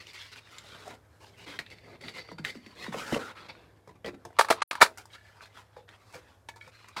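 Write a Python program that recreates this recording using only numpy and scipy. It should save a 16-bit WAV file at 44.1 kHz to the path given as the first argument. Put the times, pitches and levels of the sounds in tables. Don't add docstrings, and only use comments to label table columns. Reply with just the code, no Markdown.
import sys
import numpy as np
from scipy import signal
from scipy.fft import rfft, irfft, next_fast_len
from scipy.io import wavfile
from scipy.ndimage import uniform_filter1d, map_coordinates

SR = 44100
rng = np.random.default_rng(int(sys.argv[2]) if len(sys.argv) > 2 else 0)


def to_wav(s):
    ch = np.atleast_2d(s).T
    pcm = np.round(np.clip(ch, -1, 1) * 32767)
    wavfile.write(sys.argv[1], SR, pcm.astype(np.int16))


N = 308700

# (frequency [Hz], level [dB])
FIBRE_HISS = [(2940, -23.5), (5000, -3), (6020, -5.5), (7340, -6), (11600, -14.5), (16000, -22.5)]
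# (time [s], level [dB], first pitch [Hz], final pitch [Hz], t60 [s])
SHEET_FLAPS = [(.644, -47, 790, 599, 0.097), (.868, -41.5, 790, 699, .12), (1.47, -43, 444, 275, 0.1),
               (2.035, -44, 404, 237, 0.13), (2.288, -42, 910, 255, 0.069),
               (2.315, -37.5, 1190, 165.6, 0.16), (2.394, -34, 424, 154, 0.11), (2.553, -35, 626, 224, .08),
               (2.665, -39.5, 496, 195, 0.088), (2.879, -32.5, 820, 159, 0.23),
               (2.943, -28, 907, 399, 0.065), (2.962, -34.5, 302, 199, 0.074),
               (3.1235, -14.5, 1090, 197, 0.052), (3.145, -27, 580, 468, 0.055),
               (3.164, -21, 560, 420, .031), (3.874, -43, 690, 400, 0.093), (4.045, -35, 720, 416, 0.08),
               (4.061, -35.5, 705, 496, 0.092), (4.079, -31.5, 600, 433, 0.036),
               (4.134, -39, 450, 244, .063), (4.25, -44, 900, 625, 0.066), (4.269, -43.5, 495, 323, 0.024),
               (5.768, -41, 610, 476, 0.1), (6.154, -35.5, 591, 490, 0.063), (6.671, -44, 596, 490, 0.06)]


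def amp(db):
    return 10 ** (np.asarray(db) / 20)


def unit(x):
    return x / np.sqrt(np.mean(x ** 2) + 1e-20)


def attack(t, rise_s):
    return 1 - np.exp(-t / rise_s)


def add_at(out, start_s, sound):
    out[round(start_s * SR):][:len(sound)] += sound


def along(points, hz):
    knots, values = np.transpose(points)
    return np.interp(np.log(hz + 1), np.log(knots + 1), values)


def wobble(rate):
    knots = rng.standard_normal(int(N * rate / SR) + 4)
    return map_coordinates(knots, [np.arange(N) * rate / SR])


def response(f, peaks):
    return sum((-1) ** k * amp(db) * 1j * f * width / (hz * hz - f * f + 1j * f * width)
               for k, (hz, width, db) in enumerate(peaks))


def filtered(x, curve):
    size = next_fast_len(len(x) + 2048)
    return irfft(rfft(x, size) * curve(np.fft.rfftfreq(size, 1 / SR)), size)[:len(x)]


def coloured(x, spectrum):
    return unit(filtered(x, lambda hz: amp(along(spectrum, hz))))


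def resonant(x, peaks):
    return unit(filtered(x, lambda hz: response(hz, peaks)))


def gritty(grain_db, patchy_db):
    spectra = signal.stft(rng.standard_normal(N), nperseg=512)[2]
    patches = uniform_filter1d(rng.standard_normal(spectra.shape), size=4, axis=0)
    patches = uniform_filter1d(patches, size=5, axis=1)
    noise = signal.istft(spectra * amp(patchy_db * unit(patches)), nperseg=512)[1][:N]
    return noise * amp(grain_db * wobble(400))


def room_tone():
    # (frequency [Hz], level [dB])
    air_spectrum = [(15, -39), (25, -22.5), (70, 8), (102, 3), (195, -10), (624, -8), (1260, -18.5),
                    (1740, -17), (1940, -24.5), (3340, -29.5), (4030, -30.5), (13600, -33.5), (16000, -52)]
    # (pitch [Hz], waver [Hz], rms level [dB])
    hum_tone = [(102.4, 4, -64)]
    air = amp(-62.5 + 0.86 * wobble(3.5)) * coloured(rng.standard_normal(N), air_spectrum)
    hz, waver_hz, db = hum_tone[0]
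    phase = 2 * np.pi * np.cumsum(hz + waver_hz * wobble(7.1)) / SR
    return air + amp(db + 3 + 0.97 * wobble(6.1)) * np.sin(phase)


def sliding():
    # (start [s], length [s], mid level [dB], swell [dB], ringing [Hz])
    strokes = [(0, 0.028, -54.5, -14, 2100), (0.063, 0.053, -58.5, 3, 5100), (.138, 0.047, -51, -1, 2120),
               (0.185, 0.084, -51, -7, 3370), (0.316, 0.023, -49, -6, 1510),
               (0.354, 0.039, -51.5, -1, 2440), (0.507, 0.13, -62, -12, 2070),
               (0.632, 0.12, -56.5, -1, 3530), (0.747, 0.16, -57.5, -6, 613), (0.853, 0.1, -54, 1, 700),
               (1.2, 0.047, -58.5, 3, 900), (1.253, 0.046, -61, -1, 4940), (1.372, 0.077, -58, 9, 2870),
               (1.461, .11, -49, -8.5, 2120), (1.588, 0.033, -45, -28, 1920),
               (1.708, 0.034, -54, -16, 2160), (1.83, 0.13, -60, 3.5, 630), (2.006, 0.09, -51.5, 1.5, 2040),
               (2.132, 0.061, -48, 13.5, 2140), (2.194, 0.033, -48.5, -8, 4560),
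               (2.233, 0.1, -55, 5.5, 2030), (2.381, 0.022, -47, -21, 1460),
               (2.441, 0.066, -42.5, -6, 1960), (2.543, 0.032, -59.5, -5, 4670),
               (2.661, 0.022, -63.5, -38, 4240), (2.75, 0.095, -49, 10.5, 2080),
               (2.847, 0.067, -57.5, -13, 935), (2.92, 0.066, -44, 1, 885), (2.983, 0.071, -44.5, -9, 1310),
               (3.059, 0.069, -44, 3, 557), (3.122, 0.057, -38.5, -2, 553), (3.188, .13, -44, -3.5, 1350),
               (3.35, 0.12, -54, -3, 1330), (3.484, 0.022, -45.5, -4, 2070), (3.873, 0.044, -63, -4, 1020),
               (3.953, 0.024, -68.5, -31, 1000), (4.043, 0.052, -46, -1.5, 2390),
               (4.124, 0.025, -64, 18.5, 2420), (4.25, 0.024, -52, -36, 880),
               (4.978, 0.042, -51.5, -12, 760), (5.089, 0.066, -63.5, 29, 1680),
               (5.346, 0.092, -64.5, 19, 940), (5.413, 0.065, -60, -15, 4230),
               (5.541, 0.028, -59.5, -2, 1374), (5.568, 0.054, -55, -8, 990), (5.762, 0.048, -59, -18, 556),
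               (5.878, 0.082, -59.5, -11, 1717), (6.135, 0.06, -53.5, -9, 680),
               (6.486, 0.019, -48, -29, 900), (6.558, .03, -55.5, -21, 890), (6.601, 0.1, -60.5, 5, 2310),
               (6.712, 0.15, -64, 5, 2420), (6.875, 0.04, -59, -15, 1100), (6.963, 0.041, -36.5, -5, 930)]
    # (time [s], rustle [dB], colour [Hz], flutter over rub [dB], hiss over rub [dB])
    handling = [(0, -60.5, 2280, -10, -13.5), (.2, -61, 3050, -21, -13), (.45, -57, 2340, -12.5, -12),
                (.9, -66.5, 1480, -3.5, -11), (1.1, -70.5, 1210, -8.5, -10), (1.35, -68.5, 1690, -1, -8),
                (1.5, -60.5, 2200, -7.5, -14), (1.75, -61.5, 1970, -1.5, -14.5), (1.98, -69, 1080, 3, -18),
                (2.1, -54.5, 2310, -5, -12), (2.26, -75.5, 2130, -12.5, -19.5), (2.4, -72, 1370, -5, -16),
                (2.5, -60, 1870, -9, -11), (2.7, -63.5, 1710, -7.5, -14.5), (3.1, -54, 1260, -6, -9),
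                (3.3, -66, 1500, -12.5, -16.5), (3.55, -57, 1400, -3.5, -21), (3.8, -77, 1090, 6, -13),
                (4.3, -68.5, 1070, 2, -19.5), (4.92, -65, 1400, -11.5, -9), (5.3, -65.5, 1500, -16, -12.5),
                (5.649, -67.5, 1314, -12, -13), (5.85, -73.5, 1293, -10, -20), (6.1, -63.5, 1380, -10, -7),
                (6.3, -64, 1390, -7.5, -14.5), (6.42, -81.5, 1310, -12, -4.5),
                (6.602, -79, 1684, -9.5, -10), (7, -63, 1600, -13, -16.5)]
    # (centre [Hz], width [Hz], level [dB])
    sheet_peaks = [(907, 470, -6.5), (1470, 370, -3.5), (1980, 700, -4), (3061, 1330, -0.5),
                   (3695, 1410, 1), (5080, 1800, -6.5)]
    # (centre [Hz], width [Hz], level [dB])
    lip_peaks = [(4570, 80, 16), (2060, 110, 9)]
    # (frequency [Hz], level [dB])
    flutter_spectrum = [(59, -11), (100, -7.5), (157, 1.5), (211, -3.5), (482, -0.5), (900, -11.5),
                        (1170, -37.5), (1980, -120)]
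    grip_s, release_t60_s, feed_start_s, feed_end_s = 0.17, 0.028, 1.63, 2.68
    ring_width_hz, ring_db, ring_pull = 90, 13, 0.3
    out = np.zeros(N + SR)
    fibres = gritty(grain_db=1.5, patchy_db=3.0)
    hiss = coloured(gritty(grain_db=1.5, patchy_db=1.0), FIBRE_HISS)
    flutter = coloured(rng.standard_normal(N), flutter_spectrum)
    stick_slip = amp(1.2 * wobble(45))
    times, *columns = np.transpose(handling)
    rustle_db, colour_hz, flutter_db, hiss_db = (np.interp(np.arange(N) / SR, times, c) for c in columns)
    rustle_db += 2.6 * wobble(14)
    rustles = [(start, grip_s, None, 0, None) for start in np.arange(0, N / SR - .01, grip_s)]
    grips = rng.random((200, 10))
    for (start, length, db, swell_db, ring_hz), grip in zip(strokes + rustles, grips):
        span = slice(round(start * SR), min(N, round((start + length + .04) * SR)))
        hz = colour_hz[span].mean()
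        hz *= ((ring_hz or hz) / hz) ** ring_pull
        narrow = [(ring_hz or hz, ring_width_hz, ring_db if ring_hz else 3)]
        narrow += [(hz * 3.5 ** (2 * place - 1), ring_width_hz, 3) for place in grip]
        lip = lip_peaks if feed_start_s < start < feed_end_s else []

        def grip_colour(f):
            body = np.abs(response(f, sheet_peaks) * response(f, [(hz, 1.3 * hz, 0)]))
            return body * (1 + np.abs(response(f, narrow)) + np.abs(response(f, lip)))

        rub = unit(filtered(fibres[span], grip_colour))
        t = np.arange(len(rub)) / SR
        hold_db = rustle_db[span] if db is None else db + swell_db * (np.minimum(t / length, 1) - .5)
        release_db = -60 * np.maximum(t - length, 0) / release_t60_s
        envelope = amp(hold_db + release_db) * attack(t, 0.0047)
        friction = stick_slip[span] * (rub + amp(hiss_db[span]) * hiss[span])
        out[span] += envelope * (friction + amp(flutter_db[span]) * flutter[span])
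    return out[:N]


def snaps():
    # (time [s], body peak [dB], pitch [Hz], spit over body peak [dB])
    ticks = [(0.069, -36.5, 2930, -21), (0.133, -40.5, 2150, -10), (0.216, -38, 3200, -27),
             (0.321, -52, 1530, -24), (0.36, -39, 1550, -24), (0.473, -44, 1840, -23),
             (0.584, -32, 3540, -18), (0.878, -33.5, 675, -15), (1.467, -42, 2230, -24),
             (1.59, -19.5, 2000, -24), (1.664, -36.5, 1860, -38), (1.702, -39, 2130, -18),
             (1.785, -43.5, 2050, -25), (2.012, -41, 2040, -14), (2.083, -27.5, 1880, -34),
             (2.185, -36.5, 2200, -29), (2.289, -37, 1270, -36), (2.317, -36.5, 920, -21),
             (2.384, -41, 925, -22), (2.449, -18.5, 1880, -22.5), (2.554, -40, 1240, -27),
             (2.663, -39.5, 1890, -26), (2.865, -30, 1020, -30), (2.927, -33, 867, -34),
             (2.943, -28, 1200, -33), (3.145, -19.5, 1350, -20), (3.552, -43, 1210, -40),
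             (3.875, -46, 1050, -15), (3.893, -46, 980, -19), (4.046, -31.5, 1540, -26),
             (4.061, -28, 2360, -19), (4.079, -36.5, 2400, -29), (4.086, -34, 1150, -28),
             (4.143, -46, 802, -18), (4.251, -36.5, 870, -11), (4.305, -44.5, 730, -24),
             (4.329, -48.5, 935, -20), (4.974, -39, 950, -5), (4.982, -36, 1417, -9),
             (5.055, -44, 880, -5.5), (5.408, -37.5, 1320, -31.5), (5.457, -41, 1620, -17),
             (5.89, -36, 1740, -24), (6.125, -54, 720, -1), (6.14, -44, 718, -14), (6.677, -42, 926, -15.5),
             (6.844, -43, 960, -29), (6.885, -41.5, 1320, -8), (6.968, -28.5, 1036, -26)]
    spit_t60_s = 0.036
    out, t = np.zeros(N + SR), np.arange(SR // 12) / SR
    hiss = coloured(rng.standard_normal(N + SR), FIBRE_HISS)
    fade = amp(-60 * t / spit_t60_s)
    for start, db, hz, spit_db in ticks:
        burst = rng.standard_normal(len(t))
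        burst[0] = 6
        body = resonant(burst * fade ** 2, [(hz, 0.14 * hz, 0), (2.1 * hz, 0.24 * hz, -9)])
        spit = amp(spit_db) * hiss[round(start * SR):][:len(t)] * fade * attack(t, .0005)
        add_at(out, start, amp(db) * (body / np.abs(body).max() + spit))
    return out[:N]


def flaps():
    sag_s = .004
    out, t = np.zeros(N + SR), np.arange(SR // 5) / SR
    uneven = wobble(120)
    for start, db, first_hz, final_hz, t60 in SHEET_FLAPS:
        hz = final_hz + (first_hz - final_hz) * np.exp(-t / sag_s)
        hz *= 1 + 0.075 * uneven[:len(t)] * rng.choice([-1, 1])
        note = np.sin(2 * np.pi * np.cumsum(hz) / SR)
        add_at(out, start, amp(db - 60 * t / t60) * note * attack(t, 0.0011))
    return out[:N] * amp(3.9 * uneven)


def table_thuds():
    # (pitch [Hz], level relative to the flap [dB], t60 [s])
    top_modes = [(71, -21, .09), (151, -12, .07)]
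    pushes, t = np.zeros(N), np.arange(SR // 4) / SR
    for start, db, *_ in SHEET_FLAPS:
        pushes[round(start * SR)] = amp(db)
    thud = sum(amp(db - 60 * t / t60) * np.sin(2 * np.pi * hz * t) for hz, db, t60 in top_modes)
    return signal.fftconvolve(pushes, thud)[:N]


def lever_chatter():
    # (time [s], level [dB])
    travel = [(4.366, -53), (4.497, -48.5), (4.609, -46.5), (4.679, -37), (4.805, -50.5), (4.93, -63)]
    # (centre [Hz], width [Hz], level [dB])
    lever_peaks = [(950, 180, -0.5), (1300, 190, -3), (2100, 860, -14.5), (4200, 1900, -19.5)]
    times, db = np.transpose(travel)
    envelope = amp(np.interp(np.arange(N) / SR, times, db, left=-150, right=-150))
    return envelope * resonant(gritty(grain_db=3, patchy_db=1), lever_peaks)


def punch_clacks():
    # (time [s], level [dB], favoured pitch [Hz], shear t60 [s])
    contacts = [(4.3875, -10, 1270, 0.0058), (4.3925, -3, 700, 0.0034), (4.4, -15, 922, 0.0037),
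                (4.4098, -8.5, 1090, 0.0069), (4.4467, -23.5, 1070, .007), (4.4855, -22, 1120, 0.018),
                (4.502, -10, 980, 0.011), (4.5052, -7, 770, 0.0088), (4.5083, -6.5, 696, 0.002),
                (4.514, -18.5, 765, 0.0091), (4.525, -17, 850, 0.0051), (4.6184, -20, 1310, 0.0028),
                (4.6208, -12, 1240, 0.0033), (4.7113, -17, 1340, 0.0039), (4.73, -27, 1260, .004),
                (4.753, -25, 990, 0.0056), (4.8052, -25, 1198, 0.0038), (4.8102, -13.5, 1290, 0.0074),
                (4.8146, -3, 1089, 0.002), (4.8177, 0, 1700, 0.0018), (4.8211, -9.5, 2020, 0.0041),
                (4.8231, -2, 930, 0.0028), (4.8266, -1, 930, 0.012), (4.8305, -8.5, 935, 0.0048),
                (4.838, -20.5, 925, 0.0046), (4.846, -24.5, 935, 0.0028), (4.862, -24.5, 1907, .004)]
    # (pitch [Hz], level [dB], t60 [s])
    housing_modes = [(177, -19.5, .03), (388, -11, .02), (546.3, -6.5, 0.0087), (718, -3.5, 0.013),
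                     (790, -4, 0.01), (920, -0.5, 0.013), (1027, -4.5, 0.009), (1155, -3.5, 0.014),
                     (1440, -6.5, 0.0075), (1591, -4.5, 0.0096), (1790, -4.5, 0.008), (2205, 0, 0.01),
                     (2288, -1, .012), (2416, -7, 0.016)]
    falloff_db_per_octave, low_cut_hz = 13, 230
    out, t = np.zeros(N + SR), np.arange(SR // 8) / SR
    for start, db, favoured_hz, shear_t60 in contacts:
        scatter_db = rng.normal(0, 2, len(housing_modes))
        shear_noise, crack_noise = rng.standard_normal((2, len(t)))
        ring = np.zeros(len(t))
        for k, (hz, mode_db, t60) in enumerate(housing_modes):
            struck_db = mode_db + scatter_db[k] - falloff_db_per_octave * abs(np.log2(hz / favoured_hz))
            ring += (-1) ** k * amp(struck_db - 60 * t / t60) * np.sin(2 * np.pi * hz * t)
        shear = shear_noise * attack(t, 0.00025) * amp(-60 * t / shear_t60)
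        knock = signal.fftconvolve(shear, ring)[:len(t)]
        crack_fade = amp(-19 - 60 * t / 0.019) + amp(-18.5 - 60 * t / 0.085)
        # (frequency [Hz], level [dB])
        crack_spectrum = [(820, -31.5), (1400, -1), (2210, -9), (3160, -12.5), (3920, -7.5), (4570, -8),
                          (5320, -14.5), (7150, -17), (9320, -17.5), (16000, -31.5)]
        crack = coloured(crack_noise, crack_spectrum) * crack_fade * attack(t, 0.00019)
        add_at(out, start, amp(db) * (knock / np.abs(knock).max() + crack))
    return filtered(out[:N], lambda hz: (1j * hz / (low_cut_hz + 1j * hz)) ** 2)


def die_pings():
    # (time [s], level [dB], favoured pitch [Hz])
    touches = [(5.102, -50, 2780), (5.134, -42.5, 4000), (5.151, -46, 1728), (5.182, -49, 1728),
               (5.211, -53, 1733), (5.252, -49.5, 1728), (5.285, -51, 1728), (6.487, -38.5, 1670),
               (6.539, -50, 1728), (6.561, -43.5, 1090), (6.611, -40.5, 2245), (6.644, -60, 1100),
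               (6.674, -54.5, 1100)]
    # (pitch [Hz], t60 [s])
    die_modes = [(912, .15), (1728, .06), (2245, .09), (3225, .04), (3900, .05)]
    broad_db = -30
    out, t = np.zeros(N + SR), np.arange(SR // 4) / SR
    for start, db, favoured_hz in touches:
        falloff_db_per_octave = 1.6 * max(broad_db - db, 0)
        for hz, t60 in die_modes:
            struck_db = db - falloff_db_per_octave * abs(np.log2(hz / favoured_hz))
            ring = amp(struck_db - 60 * t / t60) * np.sin(2 * np.pi * hz * t)
            add_at(out, start, ring * attack(t, 0.00035))
    return out[:N]


def reverb(x):
    # (frequency [Hz], t60 [s])
    room_decay = [(200, 0.4), (1000, 0.14), (4000, 0.12), (12000, 0.16)]
    hop, predelay_samples = SR // 5, 200
    out = np.zeros(N + SR)
    for i in range(0, N, hop):
        hz, t, spectra = signal.stft(rng.standard_normal(SR // 3), SR, nperseg=256)
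        fade = amp(-60 * t / along(room_decay, hz)[:, None])
        tail = signal.istft(spectra * fade, SR, nperseg=256)[1]
        wet = signal.fftconvolve(x[i:i + hop], tail / np.linalg.norm(tail))
        out[i + predelay_samples:][:len(wet)] += wet
    return out[:N]


def scene():
    touches = snaps() + flaps() + die_pings()
    clacks = punch_clacks() + lever_chatter()
    rubbing = sliding()
    wet = reverb(amp(-9.0) * (touches + rubbing) + amp(-17.5) * clacks)
    return (rubbing + touches + clacks + wet + table_thuds() + room_tone())[None]


def record(dry):
    ceiling, treble_gap_s, body_gap_s = .95, (4.597, 4.677), (4.631, 4.710)
    low_cut_hz, split_hz, top_hz, edge_hz = 45, 10200, 16100, 300
    t = np.arange(N) / SR

    def mute(start, end):
        return uniform_filter1d(((t < start) | (t > end)) * 1., size=66)

    def band(hz):
        return np.clip((top_hz - hz) / edge_hz, 0, 1) * (1j * hz / (low_cut_hz + 1j * hz)) ** 2

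    rounded = dry[0] / (1 + np.abs(dry[0] / ceiling) ** 4) ** .25
    treble = filtered(rounded, lambda hz: 1 / (1 + (split_hz / (hz + 1)) ** 40))
    gated = (rounded - treble) * mute(*body_gap_s) + treble * mute(*treble_gap_s)
    return filtered(gated, band)[None]


dry = scene()
out = record(dry)
to_wav(out)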